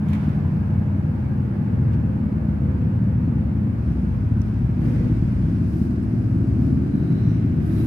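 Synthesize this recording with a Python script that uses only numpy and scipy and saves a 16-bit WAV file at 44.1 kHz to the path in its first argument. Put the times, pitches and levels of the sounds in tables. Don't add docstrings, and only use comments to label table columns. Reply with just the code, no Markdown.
import sys
import numpy as np
from scipy import signal
from scipy.fft import rfft, irfft, next_fast_len
from scipy.io import wavfile

SR = 44100
rng = np.random.default_rng(int(sys.argv[2]) if len(sys.argv) > 2 else 0)


def generate_wav(sig):
    pcm = np.round(np.clip(np.atleast_2d(sig).T, -1, 1) * 32767).astype(np.int16)
    wavfile.write(sys.argv[1], SR, pcm)


N = 346626
TIME = np.arange(N) / SR

# cycle_hz, second_firing_cycles, silencer_hz, relative_db
IDLING_TWINS = [(12.43, .375, 94, 2.5), (10.23, .25, 200, -3), (8.7, .44, 210, -5), (11.02, .5, 180, 0),
                (12.0, .45, 195, 3), (9.3, .5, 160, 3)]
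# freq_hz, side_gain_db
SIDE_SPECTRUM = [(30, -20.5), (90, -22), (140, -10.5), (210, -18), (320, -7), (490, -2), (740, -3.5),
                 (1130, 1), (1700, 1), (2600, 0.5), (15000, 1)]


def undb(db):
    return 10 ** (np.asarray(db) / 20)


def unit(x):
    return x / np.sqrt(np.mean(x ** 2))


def curve(points):
    return np.interp(TIME, *np.transpose(points))


def swell(peak_s, rise_s, fall_s):
    span_s = np.where(TIME < peak_s, rise_s, fall_s)
    return np.exp(-np.minimum(np.abs(TIME - peak_s) / span_s, 10) ** 2)


def held(open_s, attack_s, hold_s, release_s):
    rising = np.minimum(TIME - open_s, 0) / attack_s
    falling = np.maximum(TIME - open_s - hold_s, 0) / release_s
    return np.exp(-rising ** 2 - falling ** 2)


def walk(rate_hz):
    knots = rng.standard_normal(int(N / SR * rate_hz) + 2)
    return np.interp(TIME * rate_hz, np.arange(len(knots)), knots)


def waver(hz, rate_hz):
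    phase = 2 * np.pi * np.cumsum(hz) / SR
    return np.array([walk(rate_hz) * np.sin(phase) + walk(rate_hz) * np.cos(phase) for _ in range(2)])


def fade(x, decay_s):
    return signal.lfilter([1], [1, -np.exp(-1 / (decay_s * SR))], x)


def colour(x, points):
    size = next_fast_len(N + SR // 4)
    hz, db = np.transpose(points)
    bins_hz = np.maximum(np.fft.rfftfreq(size, 1 / SR), 1)
    gain = undb(np.interp(np.log(bins_hz), np.log(hz), db))
    return irfft(rfft(x, size) * gain, size)[..., :N]


def band(x, low_hz, high_hz):
    size = next_fast_len(N + SR // 4)
    bins_hz = np.maximum(np.fft.rfftfreq(size, 1 / SR), 1)
    gain = 1 / ((1 + (low_hz / bins_hz) ** 10) * (1 + (bins_hz / high_hz) ** 10))
    return irfft(rfft(x, size) * gain, size)[..., :N]


def ring(x, hz, width_hz):
    return signal.lfilter(*signal.iirpeak(hz, hz / width_hz, fs=SR), x)


def steep_ring(x, hz, width_hz):
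    return ring(ring(x, hz, width_hz), hz, width_hz)


def gliding_ring(x, hz, width_hz):
    spin = np.exp(2j * np.pi * np.cumsum(hz) / SR)
    decay_s = 1 / (np.pi * width_hz)
    return 2 * np.real(fade(x / spin, decay_s) * spin) / (decay_s * SR)


def yard(x, wet_db, t60_s=0.74):
    taps = SR // 2
    tails = rng.standard_normal((2, taps)) * undb(-60 * TIME[:taps] / t60_s)
    tails *= undb(wet_db) / np.sqrt(np.sum(tails ** 2, axis=1, keepdims=True))
    tails[0, 0] += 1
    running = np.concatenate([x[taps:0:-1], x])
    mid, side = (signal.fftconvolve(running, tail)[taps:taps + N] for tail in tails)
    return np.array([unit(mid), colour(unit(side), SIDE_SPECTRUM)])


def moving_yard(x, wet_db, places=3):
    place = TIME / TIME[-1] * (places - 1)
    return sum(np.sqrt(np.maximum(1 - np.abs(place - k), 0)) * yard(x, wet_db) for k in range(places))


def firings(cycle_hz, second_firing_cycles, hunt_share, scatter_db, second_db=-1.5):
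    cycles = rng.random() + np.cumsum(cycle_hz * (1 + hunt_share * walk(14))) / SR
    pulses = np.zeros(N)
    for lag, db in ((0, 0), (second_firing_cycles, second_db)):
        count = np.floor(cycles - lag)
        pulses += undb(db) * np.diff(count, prepend=count[0])
    return pulses * undb(scatter_db * walk(200))


def ride(rev_hz=3, turn_s=5.3, turn_span_s=0.33):
    # time_s, cycle_hz
    base_speed = [(0, 10.4), (1.3, 12.27), (1.8, 15.4), (4.5, 11.74), (5.5, 20.1), (7.2, 26.2),
                  (7.86, 29.2)]
    # open_s, attack_s, hold_s, release_s, opening_share
    twists = [(1.599, .4, .35, .3, 0.25), (2.951, .55, .35, .35, .36), (4.859, 0.069, .2, 0.0998, 0.99),
              (6.617, .07, 0.1486, 0.199, .45), (7.048, .1, 0.2, 0.14, 0.36), (7.718, .1, .15, .3, 0.45)]
    throttle = sum(opening * held(*timing) for *timing, opening in twists)
    turned = .5 + .5 * np.tanh((TIME - turn_s) / turn_span_s)
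    return curve(base_speed) + rev_hz * throttle, throttle, turned


def idle_pipes(idle_pulses):
    pipes = sum(undb(db) * (1.08 * pulses + ring(pulses, hz, width_hz=60))
                for pulses, (_, _, hz, db) in zip(idle_pulses, IDLING_TWINS))
    return yard(unit(pipes), wet_db=-7.5)


def rider_pipe(pulses, cycle_hz, throttle, turned, reference_hz=28.7):
    # pitch_hz, width_hz, gain_db
    modes = [(175, 55, 1), (244, 46, -3), (308, 130, -4), (377, 56, -10.5)]
    heat = (cycle_hz / reference_hz) ** 0.21
    ringing = sum(undb(db) * gliding_ring(pulses, hz * heat, width_hz) for hz, width_hz, db in modes)
    relative_db = -16 + 5.5 * throttle + 0.5 * turned
    return undb(relative_db) * moving_yard(unit(0.18 * pulses + ringing), wet_db=3.5)


def hums(weaker_share=0.42, drift_share=0.01205, flutter_db=3.5):
    # pitch_hz, start_db, slope_db_per_s, in_step_s, beat_period_s
    orders = [(61.8, -43.5, 1.06, 3.6, 1.4), (72.74, -34.5, 0, 2.72, 3.4), (86.94, -39, 0.66, 2.48, 2.3),
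              (93.8, -30.5, -0.85, 1.74, 0.95), (127.03, -31.5, -0.11, 3.09, 1.84),
              (151.9, -30.5, -3.5, 0.59, 2), (187.9, -37, 0, 3.1, 1.25), (206.3, -30, -1.5, 2.427, 1.1)]
    out = np.zeros(N)
    for hz, start_db, db_per_s, in_step_s, period_s in orders:
        cycles = rng.random() + np.cumsum(hz * (1 + drift_share * walk(6))) / SR
        slip = (TIME - in_step_s) / period_s
        pair = np.sin(2 * np.pi * cycles) + weaker_share * np.sin(2 * np.pi * (cycles + slip))
        out += undb(start_db + db_per_s * TIME + flutter_db * walk(11)) * np.sqrt(2) * pair
    return out


def exhausts(pipes, throttle, turned):
    # freq_hz, gain_db
    spectrum = [(22, -41), (32, -34.5), (38, -7.5), (50, -15.5), (60, -6), (90, 3), (112, -5.5),
                (130, -1.5), (160, -.5), (195, -1), (250, -2.5), (310, -10), (365, -15), (420, -29.5),
                (800, -53), (1100, -68)]
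    # centre_s, half_length_s, depth_db
    lulls = [(1.51, .07, -4), (3.8, 0.088, -2), (4.667, 0.093, -1), (5.903, 0.13, -2)]
    pipes = colour(pipes, spectrum)
    pipes *= undb(-23.2) / pipes[0].std()
    pipes[0] += hums()
    bass = band(pipes, 18, 80) * undb(1 - 2 * turned)
    rumble = band(pipes, 80, 265)
    bark = band(pipes, 265, 1500) * undb(-2 + 4 * throttle + 5.5 * turned)
    lull_db = sum(db * swell(centre_s, half_s, half_s) for centre_s, half_s, db in lulls)
    return (bass + rumble) * undb(lull_db) + bark


def firing_tone(pitch_hz=111.9, drift_share=.01):
    # time_s, relative_db
    envelope = [(0.0, -39), (0.25, -30), (0.6, -35), (0.8, -29), (1.25, -32.5), (1.95, -24.0), (2.5, -40),
                (3.0, -22.5), (3.5, -32.0), (3.7, -25.5), (3.9, -30), (4.05, -41.5), (4.25, -23.5),
                (4.8, -29), (5.2, -23.5), (5.4, -33.5), (5.6, -26.5), (5.95, -33), (6.15, -23.5),
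                (6.5, -23.5), (6.9, -36.5), (7.3, -20), (7.6, -30.5), (7.85, -21.5)]
    cycles = rng.random() + np.cumsum(pitch_hz * (1 + drift_share * walk(8))) / SR
    return undb(curve(envelope) + 0.5) * np.sqrt(2) * np.sin(2 * np.pi * cycles)


def clatter(pulses, throttle, turned, settle_s=0.73, hollow_db=-2.5):
    # freq_hz, gain_db
    spectrum = [(250, -2), (400, 5), (510, -0.5), (640, -0.5), (850, -5), (1150, -8.5), (1550, -8.5),
                (2000, -16.5), (2500, -18.5), (3500, -30), (4700, -31.5), (7000, -40), (11000, -37.5),
                (15500, -46.5)]
    power = 0.39 * unit(fade(pulses, 0.0051)) + 2.3 * unit(fade(pulses, 0.061)) + 0.74
    valves, gas = np.sqrt(power) * rng.standard_normal((2, 2, N))
    valves[1] = colour(valves[1], SIDE_SPECTRUM)
    wash = colour(unit(valves) + 0.87 * yard(gas[0], wet_db=8.0), spectrum)
    wash += (undb(hollow_db * turned) - 1) * ring(wash, hz=1000, width_hz=410)
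    level_db = -50.5 + 4.5 * np.exp(-TIME / settle_s) + 0.7 * throttle
    return wash * undb(level_db) / band(wash[0], 567, 2000).std()


def growl(pulses, throttle, turned, leave_s=1.1, speed_m_s=5.6, waiting_m=9):
    # pitch_hz, width_hz
    modes = [(810, 210), (1610, 620), (480, 100), (650, 290)]
    gulps = np.sqrt(unit(fade(pulses, 0.014)) + .5) * rng.standard_normal((2, N))
    drive = unit(gulps) + 0.74 * yard(pulses, wet_db=6.0)
    distance_m = np.hypot(waiting_m, speed_m_s * np.maximum(TIME - leave_s, 0))
    away_db = -20 * np.log10(distance_m / waiting_m) - 14.5 * turned
    cases_db = -53.5 - 3.5 * throttle + away_db
    cover_db = -64 + 17.5 * throttle + away_db
    air_box_db = -55.5 + 22 * throttle + away_db
    outlet_db = -64 + 9 * throttle
    out = sum(undb(db) * unit(steep_ring(drive, *mode))
              for db, mode in zip((cases_db, cover_db, air_box_db, outlet_db), modes))
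    return out * np.array([[1], [.75]])


def whines(drift_share=.006, flutter_hz=22):
    # pitch_hz, level_db, peak_s, half_length_s
    tones = [(477.5, -51.5, 2.5, 1.8), (527, -50, 2.5, 2), (601, -57.5, 1.8, 2), (838, -58.5, .7, 2.6),
             (922, -60, .8, 0.82), (1003, -59.5, 0.47, 0.8), (1630, -61.5, 0.9, 0.99),
             (2230, -70, 1.1, 3.5)]
    out = np.zeros((2, N))
    for hz, db, peak_s, half_s in tones:
        pitch_hz = hz * (1 + drift_share * walk(5))
        out += undb(db) * swell(peak_s, half_s, half_s) * waver(pitch_hz, flutter_hz)
    return out * np.array([[1], [.75]])


def knocks(tail_db=-23, tail_s=0.091):
    # start_s, drive_db, attack_s, contact_s
    contacts = [(0.08, -34, 0.01, 0.013), (0.1305, -31, 0.00088, 0.0054), (.149, -40, .001, .004)]
    # pitch_hz, width_hz, gain_db
    modes = [(1114, 600, 8.5), (1750, 510, 4.5), (2290, 400, 9.5), (2900, 990, 2.5), (5500, 3600, -10),
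             (10800, 2900, -12)]
    push = np.zeros(N)
    for start_s, db, attack_s, contact_s in contacts:
        age_s = np.maximum(TIME - start_s, 0)
        decay = np.exp(-age_s / contact_s) + undb(tail_db) * np.exp(-age_s / tail_s)
        push += undb(db) * (1 - np.exp(-age_s / attack_s)) * decay
    burst = push * rng.standard_normal((2, N))
    return sum(undb(db) * steep_ring(burst, hz, width_hz) for hz, width_hz, db in modes)


def hisses():
    # freq_hz, gain_db
    spectrum = [(1000, -16.5), (2500, 5), (3300, -7), (7000, -8.5), (9700, -3), (10600, 4), (12300, 0),
                (13000, 0), (14300, 0), (15500, -7)]
    # peak_s, rise_s, fall_s, level_db, cutoff_hz
    shifts = [(.095, .014, .045, -69, 13500), (3.9, .08, 0.13, -77, 13000), (4.87, .07, 0.098, -67, 14000),
              (5.79, 0.14, .1, -66.5, 17000), (6.63, .03, .07, -74, 14000), (7.08, .12, .15, -77, 14500),
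              (7.67, 0.053, 0.062, -64.5, 14270), (7.83, .11, .15, -57, 15000)]
    hiss = unit(colour(rng.standard_normal((2, N)), spectrum))
    out = np.zeros((2, N))
    for *timing, db, cutoff_hz in shifts:
        lowpass = signal.butter(10, cutoff_hz, fs=SR, output="sos")
        out += undb(db) * swell(*timing) * signal.sosfilt(lowpass, hiss)
    return out


def rubs(catch_db=1.5, catch_hz=450):
    # peak_s, rise_s, fall_s, skin_db, cloth_over_skin_db
    strokes = [(.148, 0.051, 0.035, -70, 22), (0.23, 0.049, 0.16, -71, 18.5),
               (1.939, 0.018, 0.019, -68, 14), (3.88, 0.12, 0.76, -71.5, 7.5),
               (4.47, 0.063, 0.32, -75.5, 12), (4.89, 0.093, 0.3, -66.5, 11), (5.45, 0.38, 0.3, -71, 10.5),
               (5.811, 0.14, 0.11, -71, -14), (6.401, 0.94, 0.92, -68.5, -6), (6.63, 0.036, 0.12, -76, 10),
               (7.27, 0.28, 0.45, -73.5, 15.5), (7.819, 0.17, 0.13, -63.5, 7.5)]
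    # freq_hz, gain_db
    skin_spectrum = [(1500, -13.5), (3500, 0.5), (4900, 7), (7000, -2.5), (9000, 0), (11500, -6.5),
                     (13500, -11.5), (16000, -16)]
    # freq_hz, gain_db
    cloth_spectrum = [(300, -15.5), (600, 0), (1200, 2), (2200, 1), (3500, -9.5), (5000, -18.5),
                      (7000, -25), (12000, -46)]
    grain = rng.standard_normal((2, N)) * undb(catch_db * walk(catch_hz))
    skin = unit(colour(grain, skin_spectrum))
    cloth = unit(colour(rng.standard_normal((2, N)), cloth_spectrum))
    return sum(undb(db) * swell(*timing) * (skin + undb(cloth_db) * cloth)
               for *timing, db, cloth_db in strokes)


def thumps():
    # start_s, peak_db
    events = [(.283, -9), (1.626, -14.5), (1.871, -13), (1.975, -11.5), (2.167, -13.5), (2.328, -14),
              (2.487, -15), (2.859, -12.5), (3.016, -19), (3.28, -11.5), (4.313, -17.5), (4.873, -10),
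              (5.237, -13.5), (6.444, -22.5), (6.623, -13), (6.953, -12), (7.112, -15.5), (7.255, -15.5),
              (7.449, -8.5), (7.696, -10.5)]
    pulses = np.zeros(N)
    for start_s, db in events:
        pulses[int(start_s * SR)] = undb(db)
    thuds = band(ring(pulses, hz=145, width_hz=190), 65, 290)
    return thuds * pulses.max() / np.abs(thuds).max()


def passing_boom(pulses, level_db=-31.5):
    boom = unit(steep_ring(pulses, hz=60.5, width_hz=16))
    return undb(level_db) * swell(peak_s=5.25, rise_s=3.2, fall_s=0.34) * boom


def clicks():
    # start_s, peak_db, pitch_hz, width_hz, decay_s
    snaps = [(4.417, -40, 5730, 550, 0.0017), (6.025, -56, 8800, 2020, .014)]
    out = np.zeros((2, N))
    for start_s, db, hz, width_hz, decay_s in snaps:
        envelope = (TIME >= start_s) * np.exp(-np.abs(TIME - start_s) / decay_s)
        snap = rng.standard_normal((2, N)) * envelope
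        click = ring(snap + 1e-18, hz, width_hz) + 0.06 * snap
        out += undb(db) * click / np.abs(click).max()
    return out


def squeaks(rasp_db=2, rasp_hz=160):
    # peak_s, half_length_s, top_hz, arch_hz, width_hz, level_db
    slips = [(6.968, .032, 13700, 1700, 300, -75), (7, 0.039, 11300, 1200, 700, -76),
             (7.09, 0.077, 11000, 600, 260, -75), (7.09, .06, 14000, 900, 500, -78),
             (7.13, .04, 13500, 500, 350, -79), (7.21, 0.041, 13950, 300, 500, -78),
             (7.171, 0.25, 3960, 39.96, 480, -63.5), (7.311, 0.1, 5730, 150, 800, -67),
             (7.802, 0.11, 3886, 50, 450, -62)]
    out = np.zeros((2, N))
    for peak_s, half_s, top_hz, arch_hz, width_hz, db in slips:
        strength = swell(peak_s, half_s, half_s)
        out += undb(db) * strength * waver(top_hz - arch_hz * (1 - strength), width_hz)
    return out * unit(undb(rasp_db * walk(rasp_hz)))


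def scene():
    idle_pulses = [firings(hz, lag, hunt_share=0.00601, scatter_db=1.5) for hz, lag, _, _ in IDLING_TWINS]
    cycle_hz, throttle, turned = ride()
    rider_pulses = firings(cycle_hz, second_firing_cycles=.375, hunt_share=.025, scatter_db=2.0)
    pipes = idle_pipes(idle_pulses) + rider_pipe(rider_pulses, cycle_hz, throttle, turned)
    engines = exhausts(pipes, throttle, turned)
    engines[0] += firing_tone() + thumps() + passing_boom(rider_pulses)
    engines += clatter(sum(idle_pulses) + rider_pulses, throttle, turned)
    engines += growl(rider_pulses, throttle, turned) + whines()
    mid, side = engines + rubs() + hisses() + clicks() + knocks() + squeaks()
    return np.array([mid + side, mid - side])


def record(dry, cutoff_hz=15700):
    # freq_hz, left_minus_right_db
    balance = [(100, 0.83), (500, 1.0), (1400, -1.0), (2600, -3.5),
               (5000, 2.0), (10000, 0.0), (14000, -0.5)]
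    ports = [colour(x, [(hz, sign * db / 2) for hz, db in balance]) for x, sign in zip(dry, (1, -1))]
    return signal.sosfilt(signal.ellip(10, .1, 80, cutoff_hz, fs=SR, output="sos"), ports)


dry = scene()
out = record(dry)
generate_wav(out)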